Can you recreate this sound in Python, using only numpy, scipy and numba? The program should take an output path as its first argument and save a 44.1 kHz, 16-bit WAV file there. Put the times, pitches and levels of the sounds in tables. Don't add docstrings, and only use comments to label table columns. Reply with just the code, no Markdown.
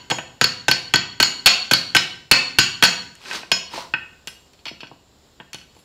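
import sys
import numpy as np
from scipy import signal
from scipy.fft import rfft, irfft
from scipy.io import wavfile
from scipy.ndimage import uniform_filter1d
from numba import njit

SR = 44100
rng = np.random.default_rng(int(sys.argv[2]) if len(sys.argv) > 2 else 0)


def elevation(decibels):
    levels = np.asarray(decibels, float)
    return 10 ** (levels / 20)


def file_out(sig):
    cols = np.atleast_2d(sig).T
    lim = np.clip(cols, -1, 1)
    pcm = np.round(lim * 32767).astype(np.int16)
    wavfile.write(sys.argv[1], SR, pcm)


N = 257544
LEAD = SR // 4
M = N + LEAD


def along(table, hz):
    table = np.array(table)
    return np.interp(np.log(np.maximum(hz, 1)), np.log(table[:, 0]), table[:, 1])


def colour(x, spectrum):
    gain = elevation(along(spectrum, np.fft.rfftfreq(len(x), 1 / SR)))
    y = irfft(rfft(x) * gain, len(x))
    return y / np.sqrt(np.mean(y ** 2))


def band(x, lo_hz, hi_hz):
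    return signal.sosfilt(signal.butter(2, (lo_hz, hi_hz), "bandpass", fs=SR, output="sos"), x)


def poles(modes):
    hz, _, t60 = np.transpose(modes)
    return np.exp(2j * np.pi * hz / SR - np.log(1000) / (np.clip(t60, .01, 3) * SR))


@njit
def resonate(force, poles, grip):
    out = np.zeros(force.shape[1])
    for m in range(len(poles)):
        z = 0j
        for i in range(force.shape[1]):
            z = z * poles[m] * grip[i] + force[m, i]
            out[i] += z.imag
    return out


def ring(modes, at, db, scatter_db, keep):
    chance = rng.standard_normal((len(at), 2, len(modes)))
    force, grip = np.zeros((len(modes), M)), np.ones(M)
    level_db = db[:, None] + np.array(modes)[:, 1] + scatter_db * chance[:, 0]
    force[:, at] = (elevation(level_db) * np.sign(chance[:, 1])).T
    grip[at] = np.clip(keep, 0, 1)
    return resonate(force + 1e-18, poles(modes), grip)


def burst(at, db, t60, noise):
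    kicks = np.zeros(M)
    kicks[at] = elevation(db)
    decay = np.exp(-np.log(1000) / (t60 * SR))
    return noise * signal.lfilter([1], [1, -decay], kicks)


def where(table):
    s, *db = np.transpose(table)
    return LEAD + np.round(s * SR).astype(int), *db


def rattle(at, db, count):
    mean_gap_s, first_db, fall_db = .004, -8, -1.5
    gaps = rng.uniform(.3, 1.7, (len(at), count)) * mean_gap_s * SR
    again = at[:, None] + np.c_[np.zeros(len(at)), np.cumsum(gaps, axis=1)].astype(int)
    loss_db = np.r_[0, first_db + fall_db * np.arange(count)]
    return again.ravel(), *((column[:, None] + loss_db).ravel() for column in db)


# f/Hz, level per Hz/dB
SHOP_SPECTRUM = [(15, -41), (25, -9), (76, 3), (92, -4), (463, -9), (936, -14), (2160, -22), (4030, -16.5),
                 (5430, -20), (6050, -28.5), (7310, -15.5), (8360, -31.5), (12200, -35), (14800, -30.5),
                 (16000, -43)]


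def shop():
    level_db, k = -56, SR // 6
    sway = uniform_filter1d(np.repeat(rng.standard_normal(N // k + 1), k), k)[:N]
    return colour(rng.standard_normal(N), SHOP_SPECTRUM) * elevation(level_db + 1.4 * sway)


# f/Hz, t60/s
ROOM_DECAY = [(80, 1.1), (210, 0.72), (560, 0.49), (1500, 0.49), (4000, 0.48), (8000, 0.46), (14000, 0.4)]


def room(dry):
    room_db, wall_db, wall_s = -9, -24.5, .1638
    t, tail = np.arange(SR) / SR, 0
    for hz in 63 * 2 ** np.arange(0, 8.5, .5):
        noise = colour(rng.standard_normal(SR), [(hz / 2.5, -40), (hz, 0), (hz * 2.5, -40)])
        tail = tail + noise * np.sqrt(hz) * elevation(-60 * t / along(ROOM_DECAY, hz))
    tail *= np.clip(t / 0.0071, 0, 1) ** 2
    tail *= elevation(room_db) / np.sqrt(np.sum(tail ** 2))
    slap = np.pad(band(dry, 4320, 4460), (int(wall_s * SR), 0))[:M]
    return dry + signal.fftconvolve(dry, tail)[:M] + elevation(wall_db) * slap


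# touch t/s, fastest t/s, lift t/s, grit level/dB, chatter minus grit level/dB
DRAGS = [
    (3.174, 3.35, 3.47, -28.5, -12.5),
    (3.674, 3.768, 3.925, -32.5, 2.5),
]
# f/Hz, level per Hz/dB
GRIT_SPECTRUM = [(88, -37), (150, -7.5), (270, -8), (361, -4), (578, -8), (854, -6), (2600, -5.5),
                 (4580, -4), (16000, -35.5)]


def drag():
    touch_db, lift_db, swing_curve = -32.5, -39.5, 1.54
    t = (np.arange(M) - LEAD) / SR
    slips = rng.standard_normal(M) * (rng.random(M) < .2) * elevation(1.1 * rng.exponential(size=M))
    jolts = rng.standard_normal(M) * (rng.random(M) < .005)
    flutter = uniform_filter1d(np.repeat(rng.standard_normal(M // 200 + 1), 200), 200)[:M]
    grit = colour(slips, GRIT_SPECTRUM) * elevation(1.4 * flutter)
    chatter = colour(jolts, [(300, -14.5), (700, -17.0), (950, 3.5), (1300, -7), (2500, -34)])
    out = 0
    for touch, fastest, lift, grit_db, low_db in DRAGS:
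        away = np.interp(t, (touch, fastest, lift), (1, 0, 1)) ** swing_curve
        db = grit_db + away * np.where(t < fastest, touch_db, lift_db)
        touching = (t > touch) & (t < lift)
        out = out + elevation(db) * touching * (grit + elevation(low_db - 2.5) * chatter)
    return out


# f/Hz, level/dB, t60/s
CLANG_MODES = [(4385, 1.5, 0.032), (4720, -24.5, .1), (4460, -21.5, 0.059), (4800, -21, 0.16),
               (4480, -17.5, .1), (4150, -30, 0.22), (4320, -22.5, 0.028), (4385, -15.5, 0.12),
               (4413, -12, 0.067), (4515, -16.5, 0.062)]
JIG_LOW_MODES = [(1320, -6, .04), (1527, -4, .1), (1590, -5, .05), (1805, -9, .06), (1950, -8, .03)]
JIG_HIGH_MODES = [(2300, -7, .03), (2470, -4, .04), (2670, -3, .04), (2860, -4, .035), (2995, -4, .06),
                  (3270, -4, .045), (3310, -6, .055), (3700, -7, .03)]
# f/Hz, level per Hz/dB
CRACK_SPECTRUM = [(200, -37), (800, 1), (1500, 2.5), (2800, 7), (4000, 1.5), (6000, -8.5), (10000, -50)]


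def jig(at, pin_db, low_db, high_db, keep, crack_db):
    bodies = ring(CLANG_MODES, at, pin_db, 0.87, keep)
    bodies += ring(JIG_LOW_MODES, at, low_db + 0.5, 3.7, keep)
    bodies += ring(JIG_HIGH_MODES, at, high_db - 4, 3.7, keep)
    crack = burst(at, high_db + crack_db, 0.03, colour(rng.standard_normal(M), CRACK_SPECTRUM))
    return band(bodies, 700, 6000) + band(crack, 200, 15000)


def tick(at, db, t60):
    noise = colour(rng.standard_normal(M), [(3500, -31.5), (6000, 11), (12000, -7), (16000, -11.0)])
    return burst(at, db, t60, noise)


# t/s, force level/dB, dullness/dB, handle ring level/dB, tick level/dB
KNOCKS = [(0.185, -22.5, 1, -76, -39), (3.1532, -45, -4, -82, -42.5), (3.2154, -44, -10, -71, -68),
          (4.2732, -26.5, -9.5, -51, -32), (4.5336, -49.5, -18, -85, -52), (4.591, -50.5, -17, -85, -69),
          (4.6548, -25, -20, -71, -38.5), (4.6674, -27, -30, -63, -51), (4.6818, -27, -22, -66, -57),
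          (4.8055, -32.5, -22, -72, -59), (4.8324, -32, -4.5, -83, -68), (4.8703, -41, -19, -84, -71),
          (5.4004, -35.5, 1, -84, -69), (5.5318, -30, -20, -59, -33), (5.5454, -32, -14, -70, -34),
          (5.5844, -41, -19, -75, -60), (5.6136, -42.5, -5.5, -79, -64), (5.6294, -52.5, -8, -85.5, -65),
          (5.75, -58, -13, -76, -63), (5.7644, -54, -12, -73, -57), (5.7894, -55, -10, -69, -59)]
# f/Hz; then level/dB, t60/s
HANDLE_HZ = [7472, 8468, 9932, 12260, 12440, 14010]
HANDLE_RING = [(-1, 0.24), (-20, 0.23), (-4, .22), (-10, 0.2), (-9, 0.33), (-23, 0.19)]
# f/Hz; then level/dB, t60/s
CHEEK_HZ = [5060, 5152, 5232, 5690, 5900]
CHEEK_RING = [(-5, .06), (0, .17), (-3, .26), (-9, .25), (-6, .12)]


def tongs():
    at, force_db, dull_db, ring_db, tick_db = where(KNOCKS)
    miss_db = np.maximum(dull_db + 8.5, 0)
    pin_db = force_db - 1 - 2.8 * miss_db
    handles = ring(np.column_stack([HANDLE_HZ, HANDLE_RING]), at, ring_db + 10.0, 0.73, keep=0.72)
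    jaws = ring(np.column_stack([CHEEK_HZ, CHEEK_RING]), at, pin_db - 15.5, 2.7, keep=0.45)
    loose = rattle(at, (pin_db - 1.5, force_db + dull_db - 4.0, force_db - 0.5), count=3)
    soft_db = np.repeat(miss_db, len(loose[0]) // len(at))
    knocks = jig(*loose, keep=1.0, crack_db=-6.0 - 1.6 * soft_db)
    return knocks + handles + band(jaws, 2000, 12000) + tick(at, tick_db + 3.0, 0.012)


# t/s, force level/dB, face clang minus force level/dB, head ring level/dB, crack level/dB
BLOWS = [(0.1009, -26, 2, -36.5, -26.5), (0.1069, -24, 6.5, -34, -37.5), (0.4123, -8.5, 6.5, -21.5, -20.5),
         (0.6827, -8, -11, -30, -17), (0.9382, -8, 1, -19.5, -38), (1.201, -9.5, 1, -26, -15.5),
         (1.4597, 2, 7, -17.5, -19), (1.471, -4.5, -4.5, -19.5, -16.5), (1.712, -10, -2, -26, -14),
         (1.949, -6.5, -12.5, -23.5, -15), (2.3129, 2.5, 4, -15, -14.5), (2.586, 0, 7.5, -17.5, -15),
         (2.8252, -4, -10, -32.5, -22), (2.8361, -2, 7.5, -20.5, -14.5)]
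BOUNCES = [(0.1119, -17, -8, -27.5, -42), (0.4418, -10.5, 7.5, -28, -34), (0.7131, -7, 6, -32, -31.5),
           (0.9586, -15, 8, -33, -39), (1.2275, -6, 7, -18.5, -29.5), (1.735, -7.5, 9, -35.5, -22),
           (1.9655, -3, -6, -32.5, -22.5), (2.3229, -25, 14, -21.5, -45.5), (2.8511, -12.5, 5, -20, -25.5),
           (3.5166, -8.5, 3, -30.5, -24.5)]
# the same level/dB columns, without t/s
EARLIER_DB = (-14.5, -0.5, -29, -34)


def contacts():
    earlier_s, yield_db = -.15, -12
    rows = [(earlier_s, *EARLIER_DB), *BLOWS, *BOUNCES]
    at, force_db, face_db, head_db, crack_db = where(rows)
    share_db = np.where(np.arange(len(rows)) <= len(BLOWS), 1, -8.5)
    return at, force_db, face_db, head_db, crack_db, np.minimum(force_db, yield_db) + share_db


# t/s, stand level/dB, anvil body level/dB
THUDS = [(0.116, -12, -18.5), (0.185, -33, -27.5), (3.432, -42, -39.5), (3.516, -50, -23),
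         (3.741, -51, -41), (3.778, -45, -27), (3.939, -29, -38), (4.272, -36.5, -44.5),
         (4.663, -38, -37.5), (4.712, -30.5, -41), (4.831, -36.5, -38.5), (4.914, -37, -39),
         (5.401, -37, -39), (5.544, -37, -45), (5.765, -46, -50.5)]
# t/s, level/dB
TAPS = [
    (3.2577, -30.5),
    (3.3118, -20),
    (3.4317, -30.5),
    (3.9383, -9),
]
# f/Hz, level/dB, t60/s
STAND_MODES = [(126, -3.5, 0.043), (156, -2, 0.049), (230, 0.5, 0.031), (310, -3.5, 0.039),
               (375, 3.5, 0.02)]
ANVIL_MODES = [(504, 4, 0.037), (576, 0, 0.015), (672, 6.5, 0.027), (877, 8, 0.031), (972.6, -4.5, 0.31),
               (1080, 3.5, .03)]
EDGE_MODES = [(969, -8, 0.031), (1550, 2, 0.054), (1830, 1, .04), (2546, 3.5, 0.068), (2630, -1.5, 0.027),
              (2874, -4, 0.042), (3000, -17, .04), (3330, -10.5, 0.057), (4430, -17, 0.048),
              (5100, -15, .05)]
# f/Hz; then level/dB, t60/s
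FREE_JIG_HZ = [969, 1314, 1529, 1809, 2466, 2552, 2632, 2918, 3052, 3332, 5076]
FREE_JIG_RING = [(-12, .3), (-10, .2), (-3, .33), (-14, .6), (2, .1), (-6, .2), (-3, .42), (-14, .45),
                 (-14, .35), (-8, .15), (-14, .06)]


def anvil():
    stand_lag_s, body_lag_s = .005, .0012
    loaded_s, pressed_db = .02, -14
    blow_at, *_, depth_db = contacts()
    rock_at, stand_db, body_db = where(THUDS)
    tap_at, tap_db = where(TAPS)
    since = blow_at[:, None] - blow_at
    loaded_db = pressed_db * ((since > 0) & (since < loaded_s * SR)).any(axis=1)
    stand_at = np.r_[blow_at + int(stand_lag_s * SR), rock_at]
    push_db = np.r_[depth_db - 7.5 + loaded_db, stand_db - 2.5]
    stand = ring(STAND_MODES, stand_at, push_db, scatter_db=0.5, keep=0.31)
    body = ring(ANVIL_MODES, blow_at + int(body_lag_s * SR), depth_db - 13.5, scatter_db=1.6, keep=0.87)
    body += ring(ANVIL_MODES, *rattle(rock_at, [body_db - 5.5], count=2), scatter_db=2.5, keep=0.68)
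    taps = ring(EDGE_MODES, *rattle(tap_at, [tap_db - 7.5], count=2), 0.47, keep=0.79)
    taps += ring(np.column_stack([FREE_JIG_HZ, FREE_JIG_RING]), tap_at, tap_db - 27.0, 0, keep=0.97)
    taps += burst(tap_at, tap_db - 3, 0.04, band(rng.standard_normal(M), 270, 1800))
    thud = band(band(stand, 95, 600), 95, 900)
    return thud + band(body, 350, 1800) + band(band(taps, 450, 5500), 300, 6500)


# f/Hz; then level/dB, t60/s
HEAD_HZ = [6760, 6935, 7456, 6785]
HEAD_RING = [(-3, .35), (-10, .5), (-9, .22), (-9, .2)]
# t/s, level/dB
SIDE_FACE_MODES = [(2471, -15, .15), (2692, -10, .12), (3311, -5, .08), (4377, -9, .2), (5152, -2, .25),
                   (5233, -8, .45), (5690, -21, .5), (5900, -16, .2), (6761, -15, .45), (9324, -36, .3)]
SIDE_BLOW = [
    (3.5163, -16),
]
# f/Hz, level/dB, t60/s
BAR_MODES = [(1535, -4, .25), (1575, 0, .35), (3000, -6, .3), (3052, -6, .35), (3300, -8, .3)]


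def hammer():
    at, force_db, face_db, head_db, crack_db, depth_db = contacts()
    head = ring(np.column_stack([HEAD_HZ, HEAD_RING]), at, head_db + 0.5, 0.99, keep=0.25)
    head += ring(np.column_stack([CHEEK_HZ, CHEEK_RING]), at, force_db - 16.5, 1.5, keep=.3)
    head += ring(SIDE_FACE_MODES, *where(SIDE_BLOW), 0, keep=1)
    t = (np.arange(M) - LEAD) / SR
    for touch, _, lift, *_ in DRAGS:
        resting = (t > touch) & (t < lift + .03)
        head *= np.where(resting, elevation(-800 * (t - touch).clip(0, 1)), 1)
    bar = ring(BAR_MODES, at, depth_db - 15, 3, keep=.6)
    struck = jig(at, force_db + face_db, depth_db, force_db, keep=0.3, crack_db=2.0)
    return struck + band(head, 2000, 12000) + band(bar, 700, 6000) + tick(at, crack_db - 0.5, 0.041)


def scene():
    steel = hammer() + tongs() + anvil() + drag()
    return (room(steel)[LEAD:] + shop())[None]


def low_pass(x):
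    return signal.sosfilt(signal.butter(12, 16470, fs=SR, output="sos"), x)


def record(dry):
    top = np.where(dry > 0, .7, .58)
    x = dry / (1 + np.abs(dry / top) ** 5) ** (1 / 5)
    x = signal.sosfilt(signal.butter(1, 15, "highpass", fs=SR, output="sos"), x)
    x = signal.sosfilt(signal.cheby2(10, 42, 16500, fs=SR, output="sos"), x)
    return low_pass(x)


dry = scene()
out = record(dry)
file_out(out)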